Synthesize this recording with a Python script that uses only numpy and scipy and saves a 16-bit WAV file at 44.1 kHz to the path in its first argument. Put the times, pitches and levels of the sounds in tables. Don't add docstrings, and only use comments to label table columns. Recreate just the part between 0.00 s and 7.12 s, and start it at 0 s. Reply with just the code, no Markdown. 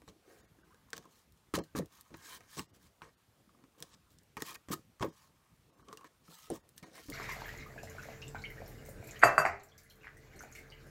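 import sys
import numpy as np
from scipy import signal
from scipy.fft import rfft, irfft
from scipy.io import wavfile
from scipy.ndimage import uniform_filter1d

SR = 44100
rng = np.random.default_rng(int(sys.argv[2]) if len(sys.argv) > 2 else 0)


def pcm_store(signal):
    levels = np.round(np.clip(np.atleast_2d(signal), -1, 1) * 32767)
    wavfile.write(sys.argv[1], SR, levels.astype(np.int16).T)


def invert_db(x):
    u = np.asarray(x, float) / 20
    return 10 ** u


N = 313992

# start t/s, freest edge pitch f/Hz, flex tilt level/dB per octave
GRIPS = [(0, 1100, -2), (.2, 1680, 8), (.54, 1300, -2), (.915, 1300, 2.5), (1.02, 1150, 3), (1.5, 1270, -1),
         (1.578, 950, 0), (1.72, 1150, -2), (1.793, 950, -1.5), (1.88, 1290, 7.5), (2.09, 1150, -4.5),
         (2.199, 1550, 8), (2.566, 1100, -3.5), (2.69, 1490, 3), (2.97, 1370, 2), (3.4, 1130, 5),
         (4.33, 1230, 2.5), (4.538, 1500, 4), (4.64, 1210, -0.5), (4.95, 1000, 1.5), (5.12, 1150, 2),
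         (5.87, 1110, 1.5), (6.2, 1290, 5), (6.49, 860, 1.5), (6.72, 1700, 5), (7.07, 1200, -1.5)]
# f/Hz, level/dB per Hz
SCRAPE = [(1060, -49), (1800, 0.5), (2080, -28), (3140, -6), (4880, -4.5), (7290, -4.5), (9000, -0.5),
          (15000, -0.5), (16000, -1.5)]
# share of length, level/dB
DRAG_SHAPE = [(0, -20), (.1, -10), (.3, -2.5), (0.701, -3), (1, -15)]
RING_S = .15


def evened(x):
    return x / np.sqrt(np.mean(x ** 2) + 1e-20)


def read(points, hz):
    f, value = np.transpose(points)
    return np.interp(np.log(hz + 1), np.log(f + 1), value)


def coloured(x, points):
    hz = np.fft.rfftfreq(len(x), 1 / SR)
    return irfft(rfft(x) * invert_db(read(points, hz)), len(x))


def add(mix, s, sound):
    part = mix[round(s * SR):][:len(sound)]
    part += sound[:len(part)]


def resonate(x, hz, width):
    r, w = np.exp(-np.pi * width / SR), 2 * np.pi * hz / SR
    return signal.lfilter([1 - r, 0, r - 1], [1, -2 * r * np.cos(w), r * r], x)


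def body(x, modes):
    return sum((-1) ** k * invert_db(db) * resonate(x, hz, width) for k, (hz, width, db) in enumerate(modes))


def dulled(x):
    return signal.sosfilt(signal.butter(4, 2900, fs=SR, output="sos"), x)


def split(x):
    low = signal.sosfiltfilt(signal.butter(4, 8000, fs=SR, output="sos"), x)
    return low, x - low


def shares(top_db):
    top = np.clip(invert_db(top_db), 0, .98)
    return np.sqrt(1 - top ** 2), top


def strokes(rows, shape, size=1):
    power, (share, shape_db) = np.zeros((size, N)), np.transpose(shape)
    for s, length, *levels in rows:
        t = np.arange(0, length, 1 / SR)
        fade = np.clip(np.minimum(t / .002, (length - t) / .006), 0, 1)
        for layer, db in zip(power, levels):
            gain = fade * invert_db(db + np.interp(t / length, share, shape_db))
            add(layer, s, gain ** 2)
    return power


def gripped(s):
    # f/Hz, bandwidth f/Hz, level/dB
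    flex_modes = [(56.4, 60, -5.5), (96.3, 25, -2), (155.3, 26.3, 4.5), (229, 46, 1), (318.4, 47.4, 3),
                  (446, 56.6, -0.5), (550, 40, -5), (662, 29, -8.5), (741, 73, -13)]
    # f/Hz, bandwidth f/Hz, level/dB
    edge_modes = [(903, 84, 2), (985, 89, 1.5), (1090, 74, 3.5), (1255, 35, 1.5), (1580, 166, -4),
                  (1862, 41, 1.5), (2150, 205, -3.5)]
    _, free_hz, db_per_octave = [row for row in GRIPS if row[0] <= max(s, GRIPS[0][0])][-1]
    edge = [(hz, width, db - 11 * abs(np.log2(hz / free_hz))) for hz, width, db in edge_modes]
    flex = [(hz, width, db + db_per_octave * np.log2(hz / 300)) for hz, width, db in flex_modes]
    return edge, flex


def room_tone():
    # f/Hz, level/dB per Hz
    tone_spectrum = [(15, -36), (25, -2.5), (65, -1.5), (159, -4), (321, -11), (510, -14), (617, -15.5),
                     (1090, -17), (1220, -16.5), (1470, -19), (2210, -21), (15200, -29.5), (16500, -44)]
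    frames, hz = N // 256 + 5, np.fft.rfftfreq(1024, 1 / SR)
    a, b, patches = rng.standard_normal((frames, 513, 3)).T
    patches = evened(uniform_filter1d(uniform_filter1d(patches, 12, 0), 12, 1))
    depth_db = read([(400, 3), (2500, 1.2)], hz)[:, None]
    z = (a + 1j * b) * invert_db(read(tone_spectrum, hz)[:, None] + depth_db * patches)
    noise = signal.istft(z, nperseg=1024, noverlap=768)[1][:N]
    return invert_db(-69) * evened(noise)


def pop(db, hz, t60):
    t = np.arange(0, t60, 1 / SR)
    rise = 1 - np.exp(-t * hz / 0.32)
    return invert_db(db - 60 * t / t60 + 1.0) * rise * np.sin(2 * np.pi * hz * t)


def single_rings(table):
    # t/s, level/dB,
    # f/Hz, t60/s
    rings = [(1.5392, -22.5, 332, 0.029), (1.562, -38, 160, .07), (1.752, -37, 155, .07),
             (3.808, -51, 160, .06), (5.028, -34, 600, .045), (2.255, -57, 330, .05),
             (1.5752, -29, 320, 0.019), (1.579, -27.5, 532, 0.038), (1.602, -33, 170, .06),
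             (1.613, -36, 316, 0.041), (1.751, -23, 300, 0.019), (1.759, -38.5, 1150, 0.038),
             (1.785, -26, 216, 0.037), (1.7945, -28, 497, 0.045), (1.805, -32, 170, 0.083),
             (1.821, -51, 1820, .03), (1.831, -37, 302, 0.038), (2.587, -34.5, 324, 0.029),
             (2.595, -34, 277, 0.028), (2.601, -38.5, 205, 0.063), (4.686, -43.5, 244, .04),
             (5.0089, -32, 137, .04), (5.009, -36.5, 1130, 0.022), (5.0273, -26, 980, 0.011),
             (5.043, -23, 435, 0.024), (5.052, -27, 333, 0.032), (5.08, -40, 332, 0.074),
             (5.881, -54, 454, 0.044), (5.886, -53, 3100, .02), (5.928, -38, 1120, 0.018),
             (5.93, -49.5, 432, 0.1), (5.9743, -48.5, 2800, 0.019), (6.045, -54.5, 1780, .03),
             (6.281, -53, 1290, 0.028), (6.283, -55.5, 168.5, 0.25), (6.5019, -28.5, 433, 0.024),
             (6.5092, -30, 570, 0.026), (6.521, -33, 320, 0.069), (6.8249, -40.5, 176, .05),
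             (6.832, -53.5, 2150, 0.045), (6.841, -49, 994, 0.036), (6.995, -52, 330, 0.049),
             (7.057, -50, 300, 0.025), (7.085, -42, 260, 0.03), (7.0925, -37, 298, 0.032),
             (.018, -59, 250, 0.035), (.038, -53, 280, 0.035), (.0795, -55, 420, 0.028),
             (.9318, -31, 1580, 0.015), (.979, -40, 6000, 0.0086), (.979, -44, 14600, .006),
             (.967, -47, 14900, .008), (1.5395, -30.5, 1280, 0.024), (1.552, -33.5, 3050, .02),
             (5.044, -31, 567, 0.058), (5.02, -32, 197, 0.053), (6.5025, -38, 768, 0.047),
             (6.513, -35.5, 270, 0.059), (2.113, -55, 395, 0.036), (2.143, -58, 1090, 0.024),
             (2.5935, -35, 2800, 0.012), (2.5935, -32, 5100, 0.0072), (3.0112, -55, 1210, .015),
             (3.019, -35, 1390, 0.0061), (3.0192, -47, 3900, .005), (2.117, -46, 240, .03),
             (2.143, -53, 4050, .015), (4.997, -46, 1150, .03), (5.0265, -33, 1800, .012),
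             (5.0255, -36, 3300, .008), (4.4085, -45, 1850, .02), (4.4222, -33, 5400, .008),
             (4.417, -41, 160, .05), (1.751, -38, 1700, .012), (1.772, -41, 1680, .02),
             (4.3695, -36.5, 1163, 0.027), (4.4225, -28.5, 288, 0.022), (4.4222, -34, 1880, .015),
             (4.7035, -29.5, 199, .04), (4.703, -42, 557, .03), (4.733, -32.5, 1250, 0.041),
             (4.737, -36.5, 350, 0.033), (6.502, -34.5, 9000, 0.01), (6.556, -54, 9800, .015),
             (6.31, -56, 1110, .03), (6.325, -53.5, 1360, .03), (6.556, -48, 885, 0.026),
             (6.764, -57, 13500, .015), (5.048, -53, 14900, .05), (5.06, -56, 12500, .025),
             (4.7, -54, 14500, .03), (1.786, -40, 1100, .03)]
    # t/s, level/dB, f/Hz, t60/s
    pats = [
        (3.474, -57, 211, 0.054),
        (3.546, -59, 229, 0.05),
        (3.592, -60, 234, 0.055),
        (3.638, -51, 270, 0.055),
            (0.161, -57, 322, 0.058),
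        (0.279, -53, 377, 0.056),
        (0.431, -59, 350, 0.05),
        (0.586, -55, 316, 0.046),
        (0.742, -60, 463, 0.05),
    ]
    for s, *row in rings + pats:
        add(table, s, pop(*row))


def hit(s, tick_db, top_db, knock_db, thud_db, t60, chance):
    t, (edge, flex) = np.arange(len(chance)) / SR, gripped(s)
    crack = chance * (invert_db(-60 * t / .005) + invert_db(-9 - 60 * t / t60))
    crack[2] += 1.5
    low, top = split(coloured(crack, SCRAPE) * (t < .07))
    low_gain, top_gain = shares(top_db)
    tick = low_gain * low / abs(low).max() + invert_db(2.5) * top_gain * top / abs(top).max()
    blow = chance[::-1] * invert_db(-60 * t / (1.37 * t60))
    blow[0] -= 9
    knock = dulled(sum(invert_db(db) * resonate(blow, hz, width) for hz, width, db in edge))
    thud = dulled(sum(invert_db(db) * resonate(blow, hz, width) for hz, width, db in flex))
    damped = invert_db(-60 * t / (9.6 * t60))
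    knock = damped * knock / abs(knock).max()
    thud = np.sqrt(damped) * thud / abs(thud).max()
    return invert_db(tick_db - 4.0) * tick + invert_db(knock_db - 7.0) * knock + invert_db(thud_db + 1.0) * thud


def blows(table):
    # t/s, tick level/dB, edge knock level/dB, thud level/dB
    knocks = [(0.0189, -48.5, -52, -53), (0.0784, -40, -68, -45), (0.9316, -24.5, -30.5, -38),
              (1.5877, -35, -33, -41), (1.7509, -44, -33, -39), (2.142, -59, -39, -43),
              (2.5707, -34, -61, -47.5), (3.0195, -46, -34.5, -48), (3.639, -57, -54, -57),
              (4.997, -44, -42, -67), (5.0075, -44, -52, -50), (5.016, -49, -48, -38),
              (5.0258, -25, -22, -33.5), (5.885, -41, -39.5, -81), (5.973, -29, -58, -57),
              (6.0108, -43, -45, -70)]
    # t/s, tick level/dB, edge knock level/dB, thud level/dB, t60/s
    snips = [(.979, -32, -46, -42.5, 0.043), (1.539, -25, -24, -33.5, 0.066), (1.7573, -53, -31, -57, 0.09),
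             (2.106, -54, -59, -50.5, 0.059), (2.4064, -45, -43, -74, 0.057),
             (2.594, -21, -27, -41.5, 0.025), (3.8246, -25, -60, -46.5, 0.037),
             (4.369, -30, -27, -40, 0.032), (4.4218, -16, -30, -54, 0.022), (4.686, -42, -42, -43, 0.02),
             (5.9283, -37.5, -43, -61, 0.063), (6.0443, -41.5, -39.5, -50.5, 0.063),
             (6.5019, -32.5, -56, -45.5, 0.051), (6.828, -43, -47, -52, 0.066)]
    # t/s, tick level/dB, its top octave level/dB
    ticks = [(.688, -60.5, -4), (.745, -52, -6), (0.9042, -42.5, -4.5), (1.054, -48, -12), (3.947, -53, -3),
             (1.3225, -51, -2), (1.3748, -55.5, -7), (1.638, -37.5, -6), (1.7874, -25, -7),
             (1.859, -36.5, -19), (2.01, -37, -2), (2.1702, -47, 2), (3.7867, -54, 5), (3.8033, -38, -1),
             (4.1862, -44, -14), (4.2333, -51, -0.5), (4.544, -34, 0), (6.6906, -44.5, -1),
             (6.7793, -32, -8), (7.1002, -23.5, -7)]
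    rows = [(s, db, top_db, db - 49, db - 58, 0.042) for s, db, top_db in ticks]
    rows += [(s, db, -12.5, knock_db, thud_db, t60) for s, db, knock_db, thud_db, t60 in snips]
    rows += [(s, db, -37, knock_db, thud_db, 0.045) for s, db, knock_db, thud_db in knocks]
    for (s, *row), chance in zip(rows, rng.standard_normal((len(rows), 4096))):
        add(table, s, hit(s, *row, chance))


def slips(per_s, spread_db, dense):
    sizes = invert_db(spread_db * np.minimum(rng.exponential(1, N), 3))
    catches = sizes * (rng.random(N) < per_s / SR)
    bursts = evened(signal.lfilter([1], [1, -.95], catches))
    return evened(rng.standard_normal(N) * (dense + bursts))


def patchy(x, patch_db, flutter_db):
    z = signal.stft(x, nperseg=256)[2]
    field = rng.standard_normal(z.shape[::-1]).T
    patches = evened(uniform_filter1d(uniform_filter1d(field, 4, 0), 14, 1))
    flutter = evened(uniform_filter1d(field[0], 4))
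    return signal.istft(z * invert_db(patch_db * patches + flutter_db * flutter), nperseg=256)[1][:N]


def fibre_hiss():
    # f/Hz, bandwidth f/Hz, level/dB
    sheet_modes = [(2270, 300, -2), (3224, 300, 8.5), (3830, 1170, -1.5), (5710, 1000, 8), (6800, 970, 0.5),
                   (7640, 330, 9)]
    rub = slips(per_s=600, spread_db=4.2, dense=1.8)
    hiss = evened(coloured(rub, SCRAPE)) + invert_db(-4) * evened(body(rub, sheet_modes))
    return patchy(hiss, patch_db=2.3, flutter_db=1.0)


def rubbing(low, top):
    # start t/s, length t/s, fibre hiss level/dB, edge drive level/dB
    skids = [(.078, 0.058, -53, -53), (.933, 0.15, -59, -59), (1.022, 0.16, -70, -60.5),
             (1.565, 0.026, -36.5, -43), (1.585, 0.045, -46, -37), (1.795, 0.043, -59, -42.5),
             (2.596, 0.065, -48.5, -47), (3.02, 0.15, -62.5, -54), (3.78, 0.27, -64.5, -60),
             (4.371, 0.037, -47, -40.5), (4.424, 0.027, -45, -59), (4.687, 0.14, -59, -49),
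             (4.745, 0.032, -52, -52), (5.04, 0.066, -52, -38.5), (5.08, 0.36, -66.5, -67),
             (6.503, 0.14, -56, -57), (6.826, 0.2, -60.5, -57.5), (7.083, 0.028, -52, -48)]
    skid_shape = [(0, -2.5), (.5, -16.5), (1, -55)]
    # start t/s, length t/s, fibre hiss level/dB, edge drive level/dB
    slides = [(.22, 0.28, -68.5, -67), (.55, 0.46, -80.5, -73), (1.08, .17, -68, -71),
              (1.75, 0.055, -43, -49), (1.89, 0.15, -63.5, -64), (2.09, 0.32, -64, -63),
              (2.03, 0.088, -71, -69), (2.37, 0.22, -72.5, -69), (2.48, 0.17, -54, -59.5),
              (2.73, 0.055, -67, -71), (2.79, 0.11, -67.5, -71), (3.55, 0.11, -101, -72),
              (3.82, 0.11, -71, -72), (4.08, 0.089, -71.5, -81), (4.39, 0.039, -56.5, -49.5),
              (4.435, 0.11, -47.5, -49.5), (5.12, 0.18, -67, -66), (5.72, 0.18, -79, -72),
              (5.86, 0.21, -75, -68), (6.235, 0.29, -57.5, -68.5), (6.52, 0.063, -54.5, -51),
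              (6.76, 0.05, -65, -69), (6.915, 0.13, -58, -60), (5.28, 0.36, -84, -74.5),
              (6.98, 0.16, -60, -73), (7.1, 0.043, -54, -65)]
    # start t/s, length t/s, fibre hiss level/dB, edge drive level/dB, top octave level/dB
    swipes = [
        (0.961, 0.013, -50, -61, -11),
        (1.539, 0.027, -38.5, -38, -4.5),
        (2.137, 0.015, -60, -54, -14),
        (2.22, 0.165, -53, -57.5, -3),
        (2.567, 0.028, -48, -45, -9),
        (3.906, 0.05, -66.5, -70, -18),
        (4.542, 0.023, -49, -52, -6),
        (4.71, 0.037, -38.5, -42, -2),
        (5.008, 0.033, -48, -39, -11),
        (6.044, 0.037, -66.5, -67, -12),
    ]
    swipe_shape = [(0, -15), (.2, -2), (.8, 1.5), (1, -9.5)]
    low_power, top_power, edge_power = np.zeros((3, N))
    groups = [(slides, DRAG_SHAPE, -4), (skids, skid_shape, -8)]
    groups += [([row], swipe_shape, top_db) for *row, top_db in swipes]
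    for rows, shape, top_db in groups:
        hiss, edge = strokes(rows, shape, size=2)
        low_gain, top_gain = shares(top_db)
        full_db = max(db for _, db in shape)
        steep = [(share, db + .3 * (db - full_db)) for share, db in shape]
        low_power = low_power + low_gain ** 2 * hiss
        top_power = top_power + top_gain ** 2 * strokes(rows, steep)[0]
        edge_power = edge_power + edge
    return low * np.sqrt(low_power) + top * np.sqrt(top_power), np.sqrt(edge_power)


def shaken(drive, gain, modes):
    power = sum(invert_db(2 * db) * width for _, width, db in modes) * np.pi / SR
    return dulled(body(gain * drive, modes)) / np.sqrt(power)


def flexing():
    # start t/s, length t/s, flex drive level/dB
    jolts = [(.08, 0.079, -53.5), (.95, 0.14, -54.5), (1.539, 0.13, -40.5), (1.572, 0.073, -34),
             (1.752, 0.12, -35), (1.785, 0.073, -37), (2.12, 0.13, -57), (2.565, 0.085, -46),
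             (3.02, 0.1, -66), (3.808, 0.06, -56), (4.371, 0.045, -47.5), (4.415, 0.022, -40),
             (4.7, 0.12, -42), (5.003, 0.079, -36.5), (5.025, 0.092, -36.5), (5.875, 0.29, -59),
             (6.503, 0.079, -36.5), (6.826, 0.12, -55), (7.083, 0.086, -44)]
    jolt_shape = [(0, 0), (.1, 2), (.4, -8.5), (1, -24)]
    # start t/s, length t/s, flex drive level/dB
    sways = [(.22, 0.24, -61), (.53, 0.2, -64), (1, 0.14, -66.5), (2.2, 0.29, -65), (3.45, 0.26, -69.5),
             (3.74, 0.13, -62.5), (4.43, 0.16, -58.5), (5.6, 0.31, -69), (6.26, 0.08, -61),
             (6.45, 0.056, -65.5), (6.885, 0.15, -58.5)]
    return np.sqrt(strokes(jolts, jolt_shape) + strokes(sways, DRAG_SHAPE))[0]


def singing(drive):
    sings = [(0.27, 0.19, -73.5, 1625), (0.25, 0.07, -66, 470), (1.596, 0.15, -76, 1570),
             (2.15, 0.08, -67, 1630), (2.21, 0.12, -61, 1610), (2.256, .11, -59, 1034),
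             (2.248, 0.13, -66, 2390), (2.29, 0.092, -61, 3080), (3.027, 0.071, -60, 470),
             (4.706, 0.045, -49, 1810), (5.873, 0.087, -59.5, 1130), (2.513, 0.029, -67, 1740),
             (4.447, 0.076, -51.5, 1126), (4.453, 0.062, -55, 1870), (4.453, 0.074, -55.5, 2450),
             (4.46, 0.068, -56, 3200), (4.543, 0.018, -50, 2470), (5.967, 0.087, -61, 1114),
             (6.044, 0.041, -64, 1830), (6.305, 0.066, -65, 910), (6.307, 0.23, -66.5, 1265),
             (6.33, 0.2, -73, 1980), (6.937, 0.075, -61, 2090), (6.939, 0.081, -59.5, 662),
             (7.007, .04, -64, 1390)]
    width_hz = 52
    out = np.zeros(N)
    for s, length, db, hz in sings:
        at = slice(round(s * SR), round((s + length + RING_S) * SR))
        power = strokes([(s, length, db)], DRAG_SHAPE)[0][at]
        gain = np.sqrt(power * SR / (np.pi * width_hz))
        add(out, s, resonate(gain * drive[at], hz, width_hz))
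    return out


def handling():
    low, top = map(evened, split(fibre_hiss()))
    shake = slips(per_s=150, spread_db=3, dense=1.6)
    reverse = shake[::-1]
    out, edge_gain = rubbing(low, top)
    out = out + singing(reverse)
    flex_gain = flexing()
    starts = [row[0] for row in GRIPS]
    for s, end in zip(starts, starts[1:] + [N / SR]):
        at = slice(round(s * SR), round((end + RING_S) * SR))
        held = np.arange(N)[at] < round(end * SR)
        edge, flex = gripped(s)
        edge_sound = shaken(shake[at], held * edge_gain[at], edge)
        flex_sound = shaken(reverse[at], held * flex_gain[at], flex)
        add(out, s, edge_sound + flex_sound)
    return out


def tap(db, hz, chance):
    t = np.arange(len(chance)) / SR
    ring = resonate(chance * invert_db(-60 * t / 0.04), hz, 72)
    return invert_db(db - 1.0) * ring / abs(ring).max()


def tapping(table):
    # t/s, level/dB, f/Hz
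    taps = [(0.549, -66, 770), (0.586, -65, 1620), (0.632, -60, 1520), (0.706, -60.5, 1030),
            (0.745, -59, 1580), (0.722, -59, 1250), (0.885, -60, 1080), (1.055, -52, 1070),
            (3.492, -58.5, 1120), (3.548, -60, 1110), (3.749, -66, 1110), (5.653, -69, 910),
            (5.699, -66, 1150), (5.795, -55.5, 1140), (5.827, -56, 1110), (5.871, -60, 1120),
            (5.885, -48.5, 1120), (5.912, -49, 1120), (5.932, -45, 1130), (5.981, -54, 1100),
            (6.012, -52, 1120), (5.949, -61, 1120), (6.031, -54, 1110), (6.977, -44.5, 1074),
            (1.798, -42, 535), (1.588, -33, 490), (5.046, -35.5, 535), (4.727, -45, 1225),
            (6.985, -47, 2150)]
    for (s, *row), chance in zip(taps, rng.standard_normal((len(taps), 2048))):
        add(table, s, tap(*row, chance))


def cushion(db, build_s):
    t = np.arange(-.03, .01, 1 / SR)
    return -invert_db(db) * np.exp(np.where(t < 0, t / build_s, -t / 0.00091))


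def landings(table):
    cushions = [
        (1.539, -37, 0.0024),
        (1.7506, -35, 0.0022),
        (4.686, -41, 0.0018),
        (5.008, -31, 0.0065),
        (6.5013, -38.5, 0.0038),
        (6.827, -50, .003),
        (7.085, -38, .005),
    ]
    for s, *row in cushions:
        add(table, s - .03, cushion(*row))


def room(x):
    # f/Hz, t60/s
    decay = [(150, 0.096), (1000, 0.17), (5000, 0.25), (15000, 0.19)]
    taps = np.zeros(SR // 2)
    at = np.arange(200, SR // 2 - 20, 20)
    taps[at + rng.integers(0, 20, len(at))] = rng.choice([-1., 1.], len(at))
    hz, t, z = signal.stft(taps, SR, nperseg=256)
    tail = signal.istft(z * invert_db(-60 * t / read(decay, hz)[:, None]), SR, nperseg=256)[1]
    return signal.fftconvolve(x, tail / np.linalg.norm(tail))[:N]


def scene():
    table = handling()
    blows(table)
    tapping(table)
    landings(table)
    single_rings(table)
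    return (table + invert_db(-19.0) * room(table) + room_tone())[None]


def starve(x):
    # t/s, severity (about 0-1)
    starved = [(.065, .55), (.42, 1), (.465, 1), (.63, 1), (1.615, 1.1), (1.63, 1), (2.32, .7), (2.67, 1),
               (2.715, 1), (3.16, 1), (5.11, .85), (5.715, .85), (5.76, .85), (5.83, .85), (6.365, .65),
               (6.62, .9), (6.85, .8)]
    window, lost = np.sin(np.pi * (np.arange(2048) + .5) / 2048), np.zeros(N)
    hz = np.fft.rfftfreq(2048, 1 / SR)
    for s, severity in starved:
        start = 214 + 1024 * (round((s * SR - 214) / 1024) - 1)
        z = rfft(x[start:start + 2048] * window)
        nearby = uniform_filter1d(abs(z), 60)
        bar = severity * nearby * np.interp(hz, [1200, 2200, 9000], [0, 1.5, 2.2])
        add(lost, start / SR, window * irfft(z * (abs(z) < bar)))
    return x - lost


def roll_off(x):
    return signal.sosfilt(signal.butter(12, 16750, fs=SR, output="sos"), x)


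def record(dry):
    lowpass = signal.firwin(255, 15900, window=("kaiser", 5), fs=SR)
    x = signal.oaconvolve(dry[0], lowpass, "same")
    x = signal.sosfilt(signal.butter(3, 47, "high", fs=SR, output="sos"), x)
    return roll_off(starve(x)[None])


dry = scene()
out = record(dry)
pcm_store(out)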